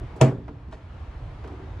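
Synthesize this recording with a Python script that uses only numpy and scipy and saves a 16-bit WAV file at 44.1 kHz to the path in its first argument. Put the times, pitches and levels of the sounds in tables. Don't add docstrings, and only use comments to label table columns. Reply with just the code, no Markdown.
import sys
import numpy as np
from scipy import signal
from scipy.fft import rfft, irfft
from scipy.io import wavfile
from scipy.ndimage import uniform_filter1d

SR = 44100
rng = np.random.default_rng(int(sys.argv[2]) if len(sys.argv) > 2 else 0)


def pcm_store(signal):
    levels = np.round(np.clip(np.atleast_2d(signal), -1, 1) * 32767)
    wavfile.write(sys.argv[1], SR, levels.astype(np.int16).T)


def field_ratio(decibels):
    return 10 ** (np.asarray(decibels, dtype=float) / 20)


N = 79380

# [f/Hz, likeness 0-1]
AIR_SAME = [(60, 1), (180, 1), (530, 0.76), (1580, 0.44), (4700, 0.38), (14000, 0.02)]
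# [f/Hz, lead/rad]
AIR_LEAD = [(100, 0), (780, 0), (3100, 0), (5000, 0.74)]
# [f/Hz, level/dB]
AIR_PAN = [(60, -1.2), (230, -1.07), (920, 1), (3580, 1.0), (14000, -1)]


def evened(x):
    return x / np.sqrt(np.mean(x ** 2) + 1e-20)


def read(points, hz):
    f, value = np.transpose(points)
    return np.interp(np.log(hz + 1), np.log(f + 1), value)


def add(mix, s, sound):
    part = mix[:, round(s * SR):][:, :sound.shape[1]]
    part += sound[:, :part.shape[1]]


def noise(spectrum, same, lead, pan, patchy_db, size, count):
    frames = count * 4 // size + 6
    hz = np.fft.rfftfreq(size, 1 / SR)
    a, b, c, d, patches = rng.standard_normal((frames, len(hz), 5)).T
    patches = uniform_filter1d(patches, size=10, axis=0)
    patches = evened(uniform_filter1d(patches, size=10, axis=1))
    likeness = np.clip(read(same, hz), 0, 1)[:, None]
    left = a + 1j * b
    shared = likeness * left * np.exp(-1j * read(lead, hz))[:, None]
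    separate = np.sqrt(1 - likeness ** 2) * (c + 1j * d)
    right = (shared + separate) / field_ratio(read(pan, hz))[:, None]
    edge_db = -200 * ((hz < spectrum[0][0] * .5) | (hz > spectrum[-1][0] * 2))
    level_db = (read(spectrum, hz) + edge_db)[:, None] + patchy_db * patches
    z = np.array([left, right]) * field_ratio(level_db)
    sound = signal.istft(z, nperseg=size, noverlap=size * 3 // 4)[1]
    return evened(sound[:, size:size + count])


def air():
    # [f/Hz, level/dB per Hz]
    air_colour = [(88, -9), (150, -11), (261, -8), (298, -5.5), (328, -9), (383, -11), (957, -11),
                  (3380, -28), (14400, -59.5)]
    hiss = noise(air_colour, AIR_SAME, AIR_LEAD, AIR_PAN, patchy_db=1.2, size=1024, count=N)
    top_edge = signal.butter(8, 11600, fs=SR, output="sos")
    return field_ratio(-47.5) * signal.sosfilt(top_edge, hiss)


def rumble():
    # [f/Hz, level/dB per Hz]
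    drone_colour = [(12, -34), (20, -17), (27, -14), (49, -2.5), (65, 2.5), (126, -5), (200, -27),
                    (260, -63), (440, -120)]
    # [t/s, level/dB]
    early_swell = [(0, -29.5), (.03, -32.5), (.1, -38), (.25, -34)]
    # [t/s, level/dB]
    late_swell = [(.45, -33.5), (.6, -32.5), (.8, -40.5), (1.0, -37.5), (1.2, -38), (1.4, -37), (1.65, -33),
                  (1.8, -39.5)]
    s, db = np.transpose(list(early_swell) + list(late_swell))
    low = noise(drone_colour, AIR_SAME, AIR_LEAD, AIR_PAN, patchy_db=-3.5, size=4096, count=N)
    return field_ratio(np.interp(np.arange(N) / SR, s, db)) * low


def garage():
    # [f/Hz, t60/s]
    tail_t60 = [(100, 1), (300, 0.65), (700, 0.34), (1500, 0.26), (4000, 0.23), (10000, 0.28)]
    # [f/Hz, likeness 0-1]
    tail_same = [(100, .99), (400, 1), (1000, 0.74), (3000, 0.65), (10000, .4)]
    white = [(50, 0), (16000, 0)]
    x = noise(white, tail_same, AIR_LEAD, AIR_PAN, patchy_db=1.5, size=512, count=SR * 3 // 4)
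    hz, t, z = signal.stft(x, SR, nperseg=512)
    decay_db = -60 * t / np.maximum(read(tail_t60, hz), .05)[:, None]
    tail = signal.istft(z * field_ratio(decay_db), SR, nperseg=512)[1]
    return tail / np.linalg.norm(tail[0])


def ports(x):
    # [f/Hz, lead/rad]
    panel_lead = [(100, -.08), (250, -.2), (600, -.6), (1200, -1.3), (2700, .3), (5200, 1.1), (8000, .8),
                  (13000, 1.0)]
    # [f/Hz, level/dB]
    panel_pan = [(60, -0.61), (150, -0.74), (370, -0.51), (920, -1.7), (2270, 1), (5640, 1.0),
                 (14000, -1.0)]
    hz = np.fft.rfftfreq(N, 1 / SR)
    turn = np.exp(.5j * read(panel_lead, hz)) * field_ratio(read(panel_pan, hz) / 2)
    return irfft(rfft(x, N) * np.array([turn, 1 / turn]), N)


def panel(t60_share, centre_hz, bell_db, uneven):
    # [f/Hz, level/dB, t60/s]
    modes = [(114.6, -12.5, 1), (133.2, 7, 0.29), (171.3, -18, 0.96), (226.2, -10.5, 0.45),
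             (234.6, -11.5, 0.54), (288.2, -14, 0.72), (339.6, -7, .25), (381.4, -15, 0.56),
             (436, -10, 0.28), (471, -18.5, 0.15), (638.8, -2.5, 0.22), (779.4, -12.5, 0.22),
             (967, -26.5, 0.12), (1170, -46, 0.046)]
    rise_turns = 1.52
    t = np.arange(SR // 2) / SR
    ring = np.zeros(len(t))
    for k, (hz, db, t60) in enumerate(modes):
        direction = -(-1) ** k
        off_centre_db = bell_db * np.log2(hz / centre_hz) ** 2
        envelope = field_ratio(uneven * db - 60 * t / (t60 * t60_share) - off_centre_db)
        rise = 1 - np.exp(-t * hz / rise_turns)
        ring += direction * envelope * rise * np.sin(2 * np.pi * hz * t)
    return ring


def stroke(length):
    u = np.arange(4096) / SR / length
    return np.minimum(u / .2, 1) * np.exp(-1.5 * u ** 2)


def slip_spectrum(tilt_db):
    hz = np.fft.rfftfreq(4096, 1 / SR)
    tilt = field_ratio(tilt_db * np.log2(np.maximum(hz, 700) / 3000))
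    return tilt * hz ** 2 / (hz ** 2 + 600 ** 2) / (1 + (hz / 8000) ** 4)


def creaks(room):
    # [t/s, peak level/dB, brightness/dB per octave]
    ticks = [
        (.1628, -49, 6),
        (.4811, -38, -4.5),
        (0.687, -46, -4),
        (0.7143, -43, -3),
        (.7310, -44, -12),
        (1.4410, -49, 0),
        (1.4770, -38.5, -1.5),
    ]
    # [t/s, length/s, level/dB, brightness/dB per octave]
    rubs = [
        (0.159, 0.026, -61, 1),
        (0.206, 0.0045, -60, 0.5),
        (0.4793, 0.018, -32.5, -14.5),
        (0.7106, 0.022, -51, -7.5),
        (0.72, 0.034, -40, -8),
        (1.438, 0.021, -45, -9.5),
        (1.479, .01, -45, -10),
        (1.523, .006, -63, -2),
    ]
    # [t/s, length/s, level/dB, centre f/Hz]
    nudges = [(0.149, 0.032, -45, 700), (0.203, 0.005, -31, 395), (.4805, 0.02, -39, 284),
              (0.679, 0.0098, -57, 406), (.724, 0.014, -42, 720), (1.435, 0.035, -44, 456.7),
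              (1.478, 0.065, -45, 397), (1.573, 0.068, -51.5, 284), (.005, 0.024, -45, 263),
              (.66, 0.056, -40, 133), (1.6, 0.032, -50, 120.4)]
    slips_per_s, slip_spread_db, wet_db = 9000, 2.5, -5.5
    dry = np.zeros((1, N))
    for s, db, tilt_db in ticks:
        tick = np.roll(irfft(slip_spectrum(tilt_db)), 2048)
        add(dry, s - 2048 / SR, field_ratio(db) * tick[None] / tick.max())
    for s, length, db, tilt_db in rubs:
        chance, side, size = rng.random((4096, 3)).T
        sizes = field_ratio(-slip_spread_db * np.log(size + .1))
        slips = (chance < slips_per_s / SR) * np.sign(side - .5) * sizes
        rub = evened(irfft(rfft(slips) * slip_spectrum(tilt_db))) * stroke(length)
        add(dry, s, field_ratio(db) * rub[None])
    for s, length, db, centre_hz in nudges:
        push = rng.standard_normal(4096) * stroke(length)
        ring = signal.fftconvolve(push, panel(t60_share=.2, centre_hz=centre_hz, bell_db=6, uneven=0))
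        add(dry, s, field_ratio(db) * ring[None] / np.std(ring[:2048]))
    return ports(dry) + field_ratio(wet_db) * signal.fftconvolve(dry, room, axes=1)[:, :N]


def resonate(x, hz, width):
    b, a = signal.iirpeak(hz, hz / width, SR)
    return signal.lfilter(b, a, signal.lfilter(b, a, x))


def snap(room):
    # [f/Hz, width/Hz, level/dB]
    fastener = [(1090, 650, 0.5), (1660, 550, -1.5), (2410, 1220, 2), (3060, 1400, -12), (5200, 1500, -6.5),
                (7260, 990, -7), (7930, 880, -17), (12600, 3500, -24)]
    # [f/Hz, level/dB]
    tail_colour = [(150, -30), (250, -4), (450, 0), (1100, -7), (2500, -18), (4500, -30), (7500, -32),
                   (14000, -58)]
    snap_s, crack_db, ring_db, tail_db = .2112, -11, -8.5, -19.5
    crack_rise_s, crack_t60, tail_rise_s = 0.0011, 0.038, 0.0017
    t = np.arange(SR // 10) / SR
    a, b = rng.standard_normal((2, len(t)))
    burst = np.array([a + 0.45 * b, a - 0.21 * b])
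    burst = burst * np.minimum(t / crack_rise_s, 1) * field_ratio(-60 * t / crack_t60)
    crack = np.zeros_like(burst)
    for hz, width, db in fastener:
        crack += field_ratio(db) * resonate(burst, hz, width) * np.sqrt(SR / 8 / width)

    hz = np.fft.rfftfreq(room.shape[1], 1 / SR)
    tail = irfft(rfft(room) * field_ratio(read(tail_colour, hz)), room.shape[1])
    tail = tail / np.sqrt(np.mean(tail[:, :SR // 20] ** 2))
    u = np.arange(tail.shape[1]) / SR
    tail = tail * (1 - np.exp(-u / tail_rise_s)) * np.clip((.7 - u) * 10, 0, 1)

    direct, answer = np.zeros((2, 2, N))
    add(direct, snap_s, field_ratio(crack_db) * crack)
    ring = panel(t60_share=0.96, centre_hz=300, bell_db=0, uneven=1)
    add(direct, snap_s, field_ratio(ring_db) * ring[None])
    add(answer, snap_s, field_ratio(tail_db) * tail)
    return ports(direct) + answer


def scene():
    room = garage()
    return air() + rumble() + creaks(room) + snap(room)


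def band_limit(x):
    return signal.sosfilt(signal.butter(12, 14580, fs=SR, output="sos"), x)


def record(dry):
    threshold_db, max_duck_db, recover_db_per_s, attack_s = -23, 8.5, 22, 0.202
    power = signal.lfilter([1 / 600], [1, 1 / 600 - 1], (dry ** 2).mean(0))
    power_db = 10 * np.log10(power + 1e-12)
    fall_db = np.arange(N) * recover_db_per_s / SR
    over_db = np.maximum.accumulate(power_db + fall_db) - fall_db - threshold_db
    step = 1 / (attack_s * SR)
    duck_db = signal.lfilter([step], [1, step - 1], np.clip(over_db, 0, max_duck_db))
    return band_limit(dry / field_ratio(duck_db))


dry = scene()
out = record(dry)
pcm_store(out)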